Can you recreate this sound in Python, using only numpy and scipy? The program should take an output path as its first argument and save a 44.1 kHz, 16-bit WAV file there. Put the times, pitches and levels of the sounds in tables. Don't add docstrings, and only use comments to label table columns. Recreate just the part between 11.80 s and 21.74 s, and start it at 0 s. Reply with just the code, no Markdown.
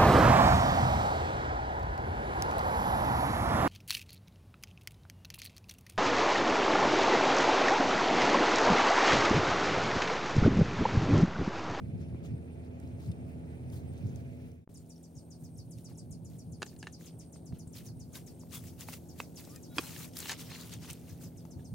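import sys
import numpy as np
from scipy import signal
from scipy.fft import rfft, irfft, next_fast_len
from scipy.io import wavfile
from scipy.ndimage import uniform_filter1d

SR = 44100
rng = np.random.default_rng(int(sys.argv[2]) if len(sys.argv) > 2 else 0)


def unload_audio(sound):
    columns = np.transpose(np.atleast_2d(sound))
    steps = np.round(np.clip(columns, -1, 1) * 32767)
    wavfile.write(sys.argv[1], SR, steps.astype(np.int16))


N = 438354
GAP_S = 2.87


def amp(db):
    return np.exp(np.asarray(db) * np.log(10) / 20)


def unit(x):
    return x / np.sqrt(np.mean(x ** 2) + 1e-20)


def along(points, hz):
    point_hz, value = np.transpose(points)
    return np.interp(np.log(hz + 1), np.log(point_hz + 1), value)


def curves(rows):
    s, *columns = np.transpose(rows)
    return [np.interp(np.arange(N) / SR, s, column) for column in columns]


def wobble(knots_per_s):
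    knots = rng.standard_normal(int(N * knots_per_s / SR) + 2)
    return np.interp(np.arange(N) * knots_per_s / SR, np.arange(len(knots)), knots)


def filtered(x, response):
    size = next_fast_len(N + SR // 2)
    spectrum = rfft(x, size) * response(np.fft.rfftfreq(size, 1 / SR))
    return irfft(spectrum, size)[..., :N]


# frequency in Hz, left-right correlation [0..1].
FAR_LIKENESS = [(60, .82), (130, .72), (290, .72), (640, .72), (1410, .4), (2400, .6), (3800, .35),
                (6820, .3), (15000, .4)]


def rush(spectrum, grain=1, alike=FAR_LIKENESS):
    def mid_side_response(hz):
        turn_rad = np.arccos(np.clip(along(alike, hz), -1, 1)) / 2
        return amp(along(spectrum, hz)) * [np.cos(turn_rad), np.sin(turn_rad)]

    mid, side = filtered(grain * rng.standard_normal((2, N)), mid_side_response)
    return unit(np.array([mid + side, mid - side]))


def patchy(x, depth_db):
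    bins = signal.stft(x, nperseg=256)[2]
    field = uniform_filter1d(rng.standard_normal(bins.shape[1:]), size=7, axis=0)
    field = uniform_filter1d(field, size=9, axis=1)
    return unit(signal.istft(bins * amp(depth_db * unit(field)), nperseg=256)[1][:, :N])


def add(track, s, sound, pan_db):
    start = round(s * SR)
    track[:, start:start + sound.shape[-1]] += amp([[pan_db / 2], [-pan_db / 2]]) * sound


def glides(rows, rough):
    track = np.zeros((2, N + SR))
    for s, first_hz, last_hz, length_s, db in rows:
        u = np.linspace(0, 1, round(length_s * SR))
        flutter = unit(uniform_filter1d(rng.standard_normal(SR // 10), size=90))
        husk = 1 + rough * flutter[:len(u)]
        pitch_hz = last_hz + (first_hz - last_hz) * (1 - u) ** 2
        tone = np.sin(2 * np.pi * np.cumsum(pitch_hz) / SR)
        envelope = np.sqrt(np.abs(np.sin(np.pi * u)))
        add(track, s, amp(db) * husk * envelope * tone, 1.5)
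    return track[:, :N]


def from_left(x):
    lead_samples = 11
    return np.array([x[0], np.roll(x[1], lead_samples)])


# nominal frequency in Hz, level in dB, free t60 in s.
THIN = [(373, 3.5, 0.026), (840, 3.5, 0.019), (1247, 10, 0.0074), (1450, 0.5, 0.017), (1717, -0.5, 0.028),
        (2150, -1.5, 0.014), (2810, 2.5, 0.017), (3850, 0.5, 0.013), (4100, 1.5, 0.014),
        (4700, -0.5, 0.0087), (4900, -2, 0.009), (6120, -2, .009), (6750, 6, 0.0077), (7440, -6, 0.0063)]
GREEN = [(268, 4.5, 0.032), (550, 9.5, 0.018), (926, 5.5, 0.009), (1120, 1.5, 0.0091), (1990, 1.5, .014),
         (2150, -3, 0.017), (2640, 1.5, 0.018), (3570, 1, 0.0081), (4630, 0, .012), (6000, -9, 0.01),
         (7500, -6, 0.0072)]
WIDE = [(330, 7, 0.021), (454, 3, 0.026), (640, -11, 0.015), (1130, -3.5, 0.027), (1350, 1, 0.015),
        (1740, -1, 0.016), (2480, 4, 0.014), (3200, 1.5, 0.017), (4050, -3, 0.0079), (4890, 7.5, 0.013),
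        (5920, -7, 0.008), (6950, -20, 0.0075), (7540, 3, 0.0088)]
# from time in s, mode table.
STRUCK = [(0, THIN), (5.5, GREEN), (7.9, WIDE), (8.1, THIN)]
# start in s, level in dB, centre of the blow in Hz, hollow thud in dB, wall in dB, #
# wall centre in Hz, edge in dB, left-right in dB, factor the grip applies to the free t60.
TUBE_KNOCKS = [(4.115, -68, 2020, 13, 13, 845, -5, 1, .9), (4.819, -31.5, 1590, -4, 6, 1380, -3.5, 0, 0.82),
               (4.8275, -25.5, 3220, -9.5, 2, 1360, -5.5, -2, 0.85),
               (4.8632, -46, 1560, -7, 0, 794, 1, 3, 0.77), (4.9275, -61, 1670, 0, -13, 727, 3, 0.0, .7),
               (4.9626, -54, 3240, -11, -19, 786, -2, 4, 0.94),
               (5.0272, -36, 1670, -11, -5, 1350, -2, 0, 0.82),
               (5.0387, -40, 2300, -2, -3, 875, -16, -0.5, .6),
               (5.046, -50, 2300, -9, -6, 1300, -9, 0, 0.65), (5.059, -51, 1900, -9, -6, 1300, -15, 0, .6),
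               (5.069, -32.5, 1870, -14, -4, 1320, -13, 1, 1.16),
               (5.0752, -45, 2700, -22, -5, 1310, 1, -1, .6), (5.5585, -62, 1520, 1, 19, 1260, -3, 2, .9),
               (5.7232, -49, 1670, -1, 5, 856, -10, 1, 0.83), (6.634, -67, 2260, 6, 21, 900, -9, -3, 1.2),
               (7.018, -46, 2650, -15, -12, 1170, -15, 3, 1.2),
               (7.086, -38, 2300, -6, 12, 940, -20, -3, 0.87),
               (7.129, -42, 2500, -17, -3, 1190, -6, -5, 0.65),
               (7.132, -42, 3300, -20, -6, 1190, -3, -7, 0.68),
               (7.137, -38, 2300, -15, 9, 1190, -3, -11, 0.69),
               (7.4012, -23, 2630, -15.5, 4.5, 1070, -9, -3.5, 0.64),
               (7.6733, -60, 2700, 10, 15, 921, -1, 3, 0.89),
               (7.9824, -18.5, 2560, -11, 3.5, 1330, -6, -1, 0.86),
               (7.989, -32.5, 2560, 5.5, 6.5, 1100, -4, -0.5, 0.97),
               (8.1618, -39, 2150, -9, -10, 832, -19, -6, .9),
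               (8.427, -39.5, 3650, -11, -23, 896, -26, -1, 1.4),
               (8.4564, -30.5, 3800, -26, -1.5, 1160, -7, 1, 0.68),
               (8.4935, -27.5, 1770, -38, -23, 1170, -2, 3, 1),
               (8.4993, -32, 1740, -21, -4, 1370, -11, -4, 1.05),
               (8.5164, -32.5, 3900, -25, -23, 1440, 2.5, 0, 0.86),
               (8.529, -44, 2700, -25, -8, 1300, 8, 1.0, 0.77),
               (8.717, -41, 2330, -19, 2, 1150, -4, 1.5, 0.85),
               (9.046, -48, 2390, -16, 1, 1210, -12, 2.0, .9),
               (9.6507, -66, 3740, 7, 12.5, 877, 8, 12, 1.04), (9.7934, -61, 1730, 6, -14, 716, -15, 1, .9)]


def tubes():
    track, t = np.zeros((2, N + SR)), np.arange(SR // 12) / SR
    rise = 1 - np.exp(-(t / 0.0013) ** 2)
    port_db, port_rad = 1.1, .18
    ports = np.reshape([1, -1], (2, 1, 1))
    for s, db, centre_hz, thud_db, wall_db, wall_hz, edge_db, pan_db, grip in TUBE_KNOCKS:
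        modes = [table for since_s, table in STRUCK if since_s <= s][-1]
        hz, mode_db, t60_s = np.transpose(modes)[:, :, None]
        middle_db = -10.5 * np.abs(np.log2(hz / centre_hz))
        near_wall_db = wall_db - 14 * np.abs(np.log2(hz / wall_hz))
        share_db = np.select([hz < 600, hz < 1500, hz > 4450], [thud_db, near_wall_db, edge_db], middle_db)
        luck, phase, size, lean, turn = rng.standard_normal((5, *hz.shape))
        level_db = share_db + mode_db + 1.5 * luck + port_db * lean * ports
        angle = 2 * np.pi * hz * (1 + .015 * size) * t + 0.5 * phase + port_rad * turn * ports
        ring = amp(level_db - 60 * t / (grip * t60_s)) * np.sin(angle)
        noise = np.convolve(rng.standard_normal(len(t)), np.hanning(M=7) / 2, "same")
        crack = amp(edge_db - 0.5 - 60 * t / (grip * 0.031)) * noise
        add(track, s, amp(db) * rise * (ring.sum(axis=1) + crack), pan_db)
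    return track[:, :N]


# start in s, first Hz, last Hz, length in s, level in dB.
HANDLING_SQUEAKS = [(6.733, 3450, 3400, .065, -56), (7.69, 1080, 1270, .09, -66),
                    (7.758, 5200, 4870, .008, -51), (7.75, 1850, 1820, .036, -68),
                    (7.75, 2500, 2450, .04, -70), (7.893, 3800, 3870, .065, -67),
                    (7.9, 3350, 3400, .06, -72), (7.905, 1450, 1430, .048, -67),
                    (8.028, 3900, 4220, .05, -56), (8.66, 5900, 5200, .015, -59)]


def squeaks():
    return glides(HANDLING_SQUEAKS, rough=.35)


# start in s, level in dB, centre in Hz, left-right in dB, t60 in s.
TWIG_SNAPS = [(.178, -52, 5000, 0, 0.0091), (.213, -52, 7000, 0, .015), (.451, -59, 4590, -11, .015),
              (.9996, -47, 8500, -11, 0.013), (1.0744, -51, 4080, 3, 0.016), (1.205, -48, 5620, 2, .015),
              (1.2615, -47, 4470, -2, .015), (1.315, -39, 3630, 1, 0.023), (1.9, -46.5, 4830, 2, 0.017),
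              (1.9444, -54, 4550, 1, .015), (2.135, -44, 13000, 0, .012), (2.177, -47.5, 6000, -10, .015),
              (2.2677, -48, 5500, 11, .015), (2.354, -55, 12500, 3, .012), (2.359, -42.5, 6200, 18, 0.012),
              (2.716, -46, 5850, 4, .015), (3.179, -49, 5630, .5, .015), (3.746, -54, 12500, .5, .008),
              (3.9848, -41, 6000, .5, 0.016), (4.4994, -48, 7140, .5, .015), (5.969, -37, 4200, -2, 0.022),
              (6.3544, -32.5, 3800, 4, 0.02), (6.732, -41, 5900, 15, .015), (6.74, -51, 5900, 3, .015),
              (6.753, -35, 2600, 0, .012), (6.869, -45, 6600, 13, .01), (6.871, -50, 2190, 0, .015),
              (7.008, -28, 7100, 13, 0.011), (7.138, -36, 8000, 12, 0.015), (7.575, -37, 8100, 0, 0.017),
              (7.64, -44, 4850, 0, .012), (7.65, -37, 4940, 0, 0.015), (7.76, -33.5, 7130, 6, 0.017),
              (8.013, -40, 2500, -2, .02), (8.06, -40, 9000, 0, .009), (8.096, -41, 2770, -3, 0.016),
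              (8.335, -40, 5130, 0, 0.017), (8.369, -23.5, 5000, -3, 0.013), (8.371, -26, 11000, -2, 0.01),
              (8.3886, -21.5, 9950, 8.5, 0.01), (8.4022, -24, 6650, -0.5, 0.018),
              (8.47, -32, 4500, 6, .015), (8.5135, -24, 6600, 2, .015), (8.5774, -44, 6440, 3, .015),
              (8.62, -37, 2900, 0, .015), (8.704, -38, 6600, 0, .015), (8.8104, -34, 6900, 9, 0.014),
              (8.859, -34, 11500, 2, .007), (8.894, -36, 7100, 3, .012), (8.937, -29, 6570, 6, 0.015),
              (9.102, -26.5, 5900, -6, 0.0095), (9.109, -22.5, 9000, 9.5, .006),
              (9.1313, -24.5, 8900, 0, 0.007), (9.599, -56, 4600, -2, .015)]


def snaps():
    track, t = np.zeros((2, N + SR)), np.arange(SR // 30) / SR
    for s, db, centre_hz, pan_db, t60_s in TWIG_SNAPS:
        edges_hz = [0.72 * centre_hz, min(1.45 * centre_hz, 20000)]
        band = signal.butter(N=1, Wn=edges_hz, btype="band", fs=SR, output="sos")
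        burst = unit(signal.sosfilt(band, rng.standard_normal(len(t))))
        ping = .9 * np.sin(2 * np.pi * centre_hz * t)
        envelope = amp(db - 10.5 - 60 * t / t60_s) * (1 - np.exp(-t / 0.00062))
        add(track, s, envelope * (burst + ping), pan_db)
    return track[:, :N]


# time in s, crunch in dB, swish in dB.
LEAF_STIR = [(0, -81, -90), (2.87, -77.5, -70.5), (3.5, -84.5, -74), (5.8, -83, -75), (7, -79, -66),
             (9.2, -71.5, -65), (9.94, -86.5, -74)]
# time at full strength in s, hold in s, crunch in dB, swish in dB.
LEAF_CONTACTS = [(.21, .01, -68.5, -85), (.448, 0.014, -64.5, -69), (.84, 0.009, -78, -79),
                 (1.0, 0.089, -77, -77), (1.2, 0.088, -69, -69), (1.49, 0.012, -80, -69),
                 (1.93, 0.04, -64.5, -61), (2.13, 0.28, -72.5, -76), (2.55, .16, -85, -90),
                 (3.612, 0.028, -89, -66), (3.98, 0.029, -71.5, -64), (4.095, 0.0076, -67.5, -67),
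                 (4.51, 0.055, -74, -66), (4.819, 0.12, -71, -64.5), (5.033, 0.06, -69, -79),
                 (5.207, 0.074, -64.5, -61.5), (5.42, 0.0085, -69.5, -72), (5.559, .01, -72, -82),
                 (5.75, 0.011, -69.5, -71), (5.962, 0.028, -58.5, -52.5), (6.058, 0.004, -66.5, -56),
                 (6.354, 0.017, -56.5, -49.5), (6.48, 0.011, -68, -58.5), (6.728, 0.012, -54, -51),
                 (6.752, 0.006, -52, -44), (6.84, 0.046, -65, -55.5), (7.008, 0.0071, -54, -48),
                 (7.088, 0.0085, -57, -48.5), (7.108, .015, -64, -63), (7.13, 0.0031, -54, -47),
                 (7.397, 0.004, -57, -51), (7.584, 0.014, -60, -53.5), (7.64, .12, -68, -59.5),
                 (7.968, .002, -55, -49), (8.0, 0.25, -55, -50), (8.366, 0.12, -52.5, -48.5),
                 (8.491, 0.02, -43, -52), (8.525, 0.0057, -58, -59), (8.58, .36, -61, -57.5),
                 (8.6, 0.014, -53.5, -49), (8.704, 0.063, -55.5, -65), (8.807, 0.005, -56, -56),
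                 (8.925, 0.015, -53.5, -60), (9.019, 0.075, -58.5, -59.5), (9.099, 0.0032, -52.5, -51),
                 (9.285, 0.023, -64.5, -60), (9.417, 0.03, -65, -56.5), (9.668, 0.0083, -78, -73),
                 (9.798, 0.0081, -73, -77)]


def handling():
    rise_db_per_s, fall_db_per_s = 619, 329.5
    t, power = np.arange(N) / SR, amp(curves(LEAF_STIR)) ** 2
    for s, held_s, *levels_db in LEAF_CONTACTS:
        near = slice(round((s - .15) * SR), round((s + held_s + .25) * SR))
        rise_loss_db = rise_db_per_s * np.clip(s - t[near], 0, None)
        fall_loss_db = fall_db_per_s * np.clip(t[near] - s - held_s, 0, None)
        power[:, near] += amp(np.array(levels_db)[:, None] - (rise_loss_db + fall_loss_db)) ** 2
    return np.sqrt(power)


def crackle():
    rate_per_s, usual_hz, life_cycles = 900, 3800, 6
    start, side = rng.random((2, int(rate_per_s * N / SR), 1))
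    k = np.arange(300)
    hz = np.clip(usual_hz * np.exp(.45 * rng.standard_normal(start.shape)), 1200, 14000)
    cycles = hz * k / SR
    envelope = amp(4.5 * rng.standard_normal(start.shape) - 26 * cycles / life_cycles)
    envelope = envelope * np.tanh(cycles) * (1 - k / len(k))
    grain = envelope * np.sin(2 * np.pi * cycles)
    where = ((start * N).astype(int) + k).ravel()
    turn_rad = np.pi / 4 + .9 * (side - .5)
    gains = np.cos(turn_rad), np.sin(turn_rad)
    return unit(np.array([np.bincount(where, (g * grain).ravel(), N + len(k))[:N] for g in gains]))


# frequency in Hz, density in dB per Hz.
CRUNCH_SPECTRUM = [(500, -9), (1000, -1.5), (2000, -4), (4000, -2), (7000, -4), (12000, -21.5),
                   (16000, -24)]
SWISH_SPECTRUM = [(3000, -13), (6000, -2), (10000, -0.5), (13000, -1.5), (16000, 1)]
# frequency in Hz, left-right correlation [0..1].
LEAF_LIKENESS = [(550, .9), (1650, .5), (5000, .42), (15000, .5)]
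# time in s, left-right in dB.
LEAF_PLACE = [(0, 6), (2.3, 2), (2.9, 1), (6.2, 0.5), (6.8, 3), (7.9, 1), (8.2, 2.5), (8.5, 1), (9.94, 1.5)]


def leaves():
    crunch_gain, swish_gain = handling()
    clumps_db = 1.1 * wobble(80)
    crunch = rush(CRUNCH_SPECTRUM, amp(clumps_db + 1.0 * wobble(600)), LEAF_LIKENESS)
    swish = rush(SWISH_SPECTRUM, amp(clumps_db + 2.4 * wobble(900)), LEAF_LIKENESS)
    crunch = patchy(crunch, depth_db=3.0) + amp(-4) * crackle()
    swish = patchy(swish, depth_db=1.4)
    pan = amp(curves(LEAF_PLACE)[0] * [[.5], [-.5]])
    return pan * (crunch_gain * crunch + swish_gain * swish)


# start in s, level in dB, frequency in Hz.
GROUND_THUMPS = [(0.327, -36, 165), (0.347, -33, 260), (0.635, -50, 121), (0.698, -37, 155),
                 (3.377, -63, 121), (3.629, -45, 171), (5.729, -37, 148), (5.872, -35.5, 123),
                 (7.969, -40, 308), (9.465, -39.5, 171), (9.653, -45, 190)]


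def thumps():
    track, t = np.zeros((2, N + SR)), np.arange(SR // 20) / SR
    for s, db, hz in GROUND_THUMPS:
        add(track, s, amp(db + 4.5 - 60 * t / 0.032) * np.sin(2 * np.pi * hz * t), 0)
    return track[:, :N]


# time in s, nominal pitch in Hz, level in dB.
CHIRP_NOTE = [(.0042, 12320, -10.5), (.006, 10600, -6), (.008, 8310, -0.5), (0.0103, 6990, 1.5),
              (.014, 6140, 1.5), (.02, 5450, -2), (.032, 4720, -7), (.042, 4490, -13), (0.055, 4250, -17)]
# time origin in s, level in dB, extra on the high start in dB.
BIRD_CHIRPS = [(2.935, -55.5, 6), (3.086, -54, 2), (3.222, -53, 2), (3.357, -53, -6), (3.496, -54.5, -4),
               (3.629, -54, -7), (3.768, -54, 8), (3.902, -53, 8), (4.036, -53.5, 5), (4.167, -54, 9),
               (4.302, -52.5, 6), (4.44, -53, 3.5), (4.577, -53, 5), (4.713, -54, 6), (4.85, -52, 4),
               (4.98, -52, 4), (5.115, -54, 6.5), (5.249, -52, 4), (5.383, -51, 2), (5.518, -52.5, 4),
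               (5.65, -54, 4), (5.781, -53.5, 8), (5.919, -54.5, 4), (6.052, -54, 4), (6.188, -54.5, 5.5),
               (6.322, -52, 2), (6.455, -52.5, 3), (6.586, -55, 0), (6.724, -58, 3), (6.861, -55, -1),
               (6.997, -51, 3), (7.137, -58, -1), (7.277, -55, 0), (7.412, -56, -1), (7.547, -54.5, 6),
               (7.683, -57, 1), (7.819, -53.5, 4), (9.281, -58, -2), (9.424, -55.5, -4), (9.562, -56.5, 3),
               (9.698, -55, -1), (9.835, -58, -1)]


def bird():
    track, (when_s, note_hz, note_db) = np.zeros((2, N + SR)), np.transpose(CHIRP_NOTE)
    t = np.arange(when_s[0], when_s[-1], 1 / SR)
    pitch_hz = np.interp(t, when_s, note_hz)
    for s, level_db, top_db in BIRD_CHIRPS:
        low_end_db = -1 + 3 * rng.standard_normal()
        tilt_db = np.interp(pitch_hz, [4800, 7400, 10000], [low_end_db, 0, top_db])
        husk = 1 + 0.3 * unit(uniform_filter1d(rng.standard_normal(len(t)), size=30))
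        phase = 2 * np.pi * np.cumsum(pitch_hz) / SR * (1 + 0.0078 * rng.standard_normal())
        gain = amp(level_db + tilt_db + np.interp(t, when_s, note_db))
        add(track, s + when_s[0], gain * husk * np.sin(phase), 1.5)
    return track[:, :N]


# start in s, first Hz, last Hz, length in s, level before the mix in dB.
BIRD_PEEPS = [(2.972, 10200, 7000, 0.011, -50), (3.155, 6660, 5200, 0.013, -62),
              (3.351, 7300, 5300, .017, -62), (3.554, 6600, 5100, 0.0104, -62),
              (3.757, 7100, 5200, .017, -68), (4.123, 6500, 10900, 0.0127, -67),
              (4.145, 7600, 5250, 0.018, -64), (4.184, 5400, 9300, 0.0059, -48),
              (4.19, 9660, 8240, 0.0086, -53), (4.321, 7600, 9140, 0.0096, -52),
              (4.329, 9300, 6740, 0.0073, -54), (5.872, 10400, 7200, 0.0097, -51)]


def peeps():
    return glides(BIRD_PEEPS, rough=.6)


# time in s, lower singer in dB, upper singer in dB.
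INSECT_LEVELS = [(0, -83, -92), (.08, -86, -91), (.3, -83, -80), (.42, -88, -91), (.5, -78, -89),
                 (.9, -83, -87), (.97, -93, -92), (1.1, -76, -93), (1.75, -78.5, -85), (1.9, -76, -78),
                 (2.3, -82, -93), (2.8, -90, -90), (3.0, -76, -80), (3.5, -73, -81), (4.15, -79, -72),
                 (4.45, -82, -79), (5.0, -75, -76), (5.6, -72, -80), (6.5, -76, -77), (7.3, -95, -94),
                 (8.15, -77, -74), (8.9, -78, -80), (9.6, -85, -85), (9.94, -72.5, -78)]


def insects():
    low_db, upper_db = curves(INSECT_LEVELS)
    low_band = [(7700, -30), (8200, -5), (8600, 0), (9100, -2), (9800, -22)]
    upper_band = [(8400, -22), (9100, -3), (9550, 0), (9950, -5), (10800, -28)]
    low = patchy(rush(low_band, amp(2.4 * wobble(40))), depth_db=3)
    upper = patchy(rush(upper_band, amp(2.4 * wobble(40))), depth_db=3)
    high = rush([(12800, -41), (13400, 2), (13800, 2.5), (14400, -45)])
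    late = np.clip((np.arange(N) / SR - 8.8) / 0.44, 0, 1)
    pair = amp(low_db + 1.5 * wobble(3.5)) * low + amp(upper_db + 0.98 * wobble(4.3)) * upper
    return pair + amp(-80.5) * late * high


# frequency in Hz, level before GAP_S in dB, level after in dB.
ENGINE_TONES = [(83, -45.5, -59), (166.5, -54, -53.5), (207.8, -64, -64), (250.1, -50, -57),
                (297, -73, -65), (348.5, -58.5, -65), (410, -65.5, -71.5), (421, -66, -76),
                (459.5, -61.5, -70), (557.5, -64.5, -72), (666.5, -65, -79)]


def engine():
    t = np.arange(N) / SR
    apart_rad = 0.23 * wobble(2.0) * [[1], [-1]]
    drone = np.zeros((2, N))
    for hz, early_db, late_db in ENGINE_TONES:
        level_db = np.where(t < GAP_S, early_db, late_db) + 1.02 * wobble(5.4)
        drone += amp(level_db) * np.sin(2 * np.pi * hz * t + 0.25 * wobble(3.7) + apart_rad)
    return drone


# time in s, rumble in dB, far roar in dB.
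AIR_LEVELS = [(0, -48, -53.5), (.5, -43, -53), (.6, -47.5, -54), (.75, -48, -53.5), (1.3, -44.5, -51),
              (1.7, -44.5, -52.5), (2.25, -41.5, -51), (2.6, -46, -55.5), (2.88, -43, -53),
              (2.9, -51.5, -60), (3.15, -61.5, -61.5), (3.5, -55, -59), (4.3, -46, -59), (5.3, -53, -58),
              (6.1, -49.5, -58.5), (7.2, -53.5, -57), (8.4, -53, -56.5), (9.1, -51, -58.5),
              (9.94, -53.5, -58)]
# time in s, added level in dB.
RUMBLE_SWELLS = [(.035, 14.5), (.09, 11.5), (.152, 14.5), (.212, 9.5), (.275, 8.5), (0.338, 11), (.43, 4),
                 (.54, 10), (1.05, 5), (1.14, 8.5), (1.3, 11), (1.41, 1), (2.25, 7.5), (3.38, 14.5),
                 (3.79, 9), (3.98, 6.5), (4.65, -2), (4.73, 5), (5.733, 13.5), (6.17, 4.5), (8.97, 2),
                 (9.11, 8), (9.33, 4), (9.47, 9), (9.77, 8.5), (9.94, 18.5)]
# frequency in Hz, density in dB per Hz.
RUMBLE_SPECTRUM = [(12, -65), (20, -52), (69, -9), (113, 0.5), (172, -5), (220, -13.5), (254, -16.5),
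                   (280, -19.5), (360, -25), (620, -120)]
ROAR_SPECTRUM = [(180, -14.5), (240, -3.5), (350, -9.5), (500, -13), (700, -16.5), (880, -21.5),
                 (1050, -30.5), (1600, -35.5), (2500, -87)]
FOLIAGE_SPECTRUM = [(700, -14), (1200, -7), (2400, 4.5), (3000, -5), (5000, -15.5), (10000, -15),
                    (16000, -24)]
# time in s, level in dB.
FOLIAGE_LEVELS = [(0, -70), (2.87, -68.5), (2.88, -91), (9.94, -92)]


def air():
    t, (rumble_db, roar_db) = np.arange(N) / SR, curves(AIR_LEVELS)
    coarse_t, swell_half_width_s = t[::64], 0.023
    bumps_db = sum(db * np.exp(-((coarse_t - s) / swell_half_width_s) ** 2) for s, db in RUMBLE_SWELLS)
    swell_db = np.interp(t, coarse_t, bumps_db)
    lumps = amp(2 * wobble(10))
    rumble = amp(rumble_db + swell_db) * unit(lumps * rush(RUMBLE_SPECTRUM))
    roar = amp(roar_db + 0.73 * wobble(11)) * rush(ROAR_SPECTRUM)
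    hiss_gain = amp(curves(FOLIAGE_LEVELS)[0] + 0.23 * wobble(30))
    return from_left(rumble + roar) + hiss_gain * patchy(rush(FOLIAGE_SPECTRUM), depth_db=2.0)


# frequency in Hz, t60 in s.
GROVE_DECAY = [(200, 0.092), (2000, 0.11), (10000, 0.15)]


def grove(x):
    out, step = np.zeros((2, N + SR)), SR // 3
    for start in range(0, N, step):
        hz, t, bins = signal.stft(rng.standard_normal((2, SR // 5)), SR, nperseg=128)
        decay = amp(-60 * t / along(GROVE_DECAY, hz)[:, None])
        tail = signal.istft(bins * decay, SR, nperseg=128)[1]
        wet = signal.fftconvolve(x[:, start:start + step], tail / np.linalg.norm(tail[0]), axes=1)
        out[:, start:start + wet.shape[1]] += wet
    return out[:, :N]


def scene():
    peep = peeps()
    near = tubes() + snaps() + thumps() + squeaks() + .6 * peep
    far = bird() + .5 * peep
    echoes = grove(amp(-15.5) * near + amp(-1.0) * far)
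    sound = near + .32 * far + echoes + leaves() + insects() + from_left(engine()) + air()
    gap, lag_samples, left_db = round(GAP_S * SR), 9, -1.3
    sound[1, lag_samples:gap] = sound[1, :gap - lag_samples].copy()
    sound[0, :gap] *= amp(left_db)
    return sound


# time in s, gain in dB.
LEVEL_FADE = [(0, 1.5), (2.68, 0), (2.78, -8.5), (2.845, -16.5), (2.851, -40), (2.8912, -34),
              (2.8915, -0.5), (9.94, 1.5)]
# peak time in s, peak before the filter in dB, half width of the rise in s.
SOFT_POP = (2.8765, -40, 0.0011)


def record(dry):
    pop_s, pop_db, width_s = SOFT_POP
    u = (np.arange(N) / SR - pop_s) / width_s
    pop = amp(pop_db) * np.exp(-np.where(u < 0, u, 4.4 * u) ** 2)
    bass_cut = signal.butter(N=2, Wn=46, btype="high", fs=SR, output="sos")
    faded = signal.sosfilt(bass_cut, dry) * amp(curves(LEVEL_FADE)[0])
    top_hz = 15850
    return filtered(faded + pop, lambda hz: hz < top_hz)


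dry = scene()
out = record(dry)
unload_audio(out)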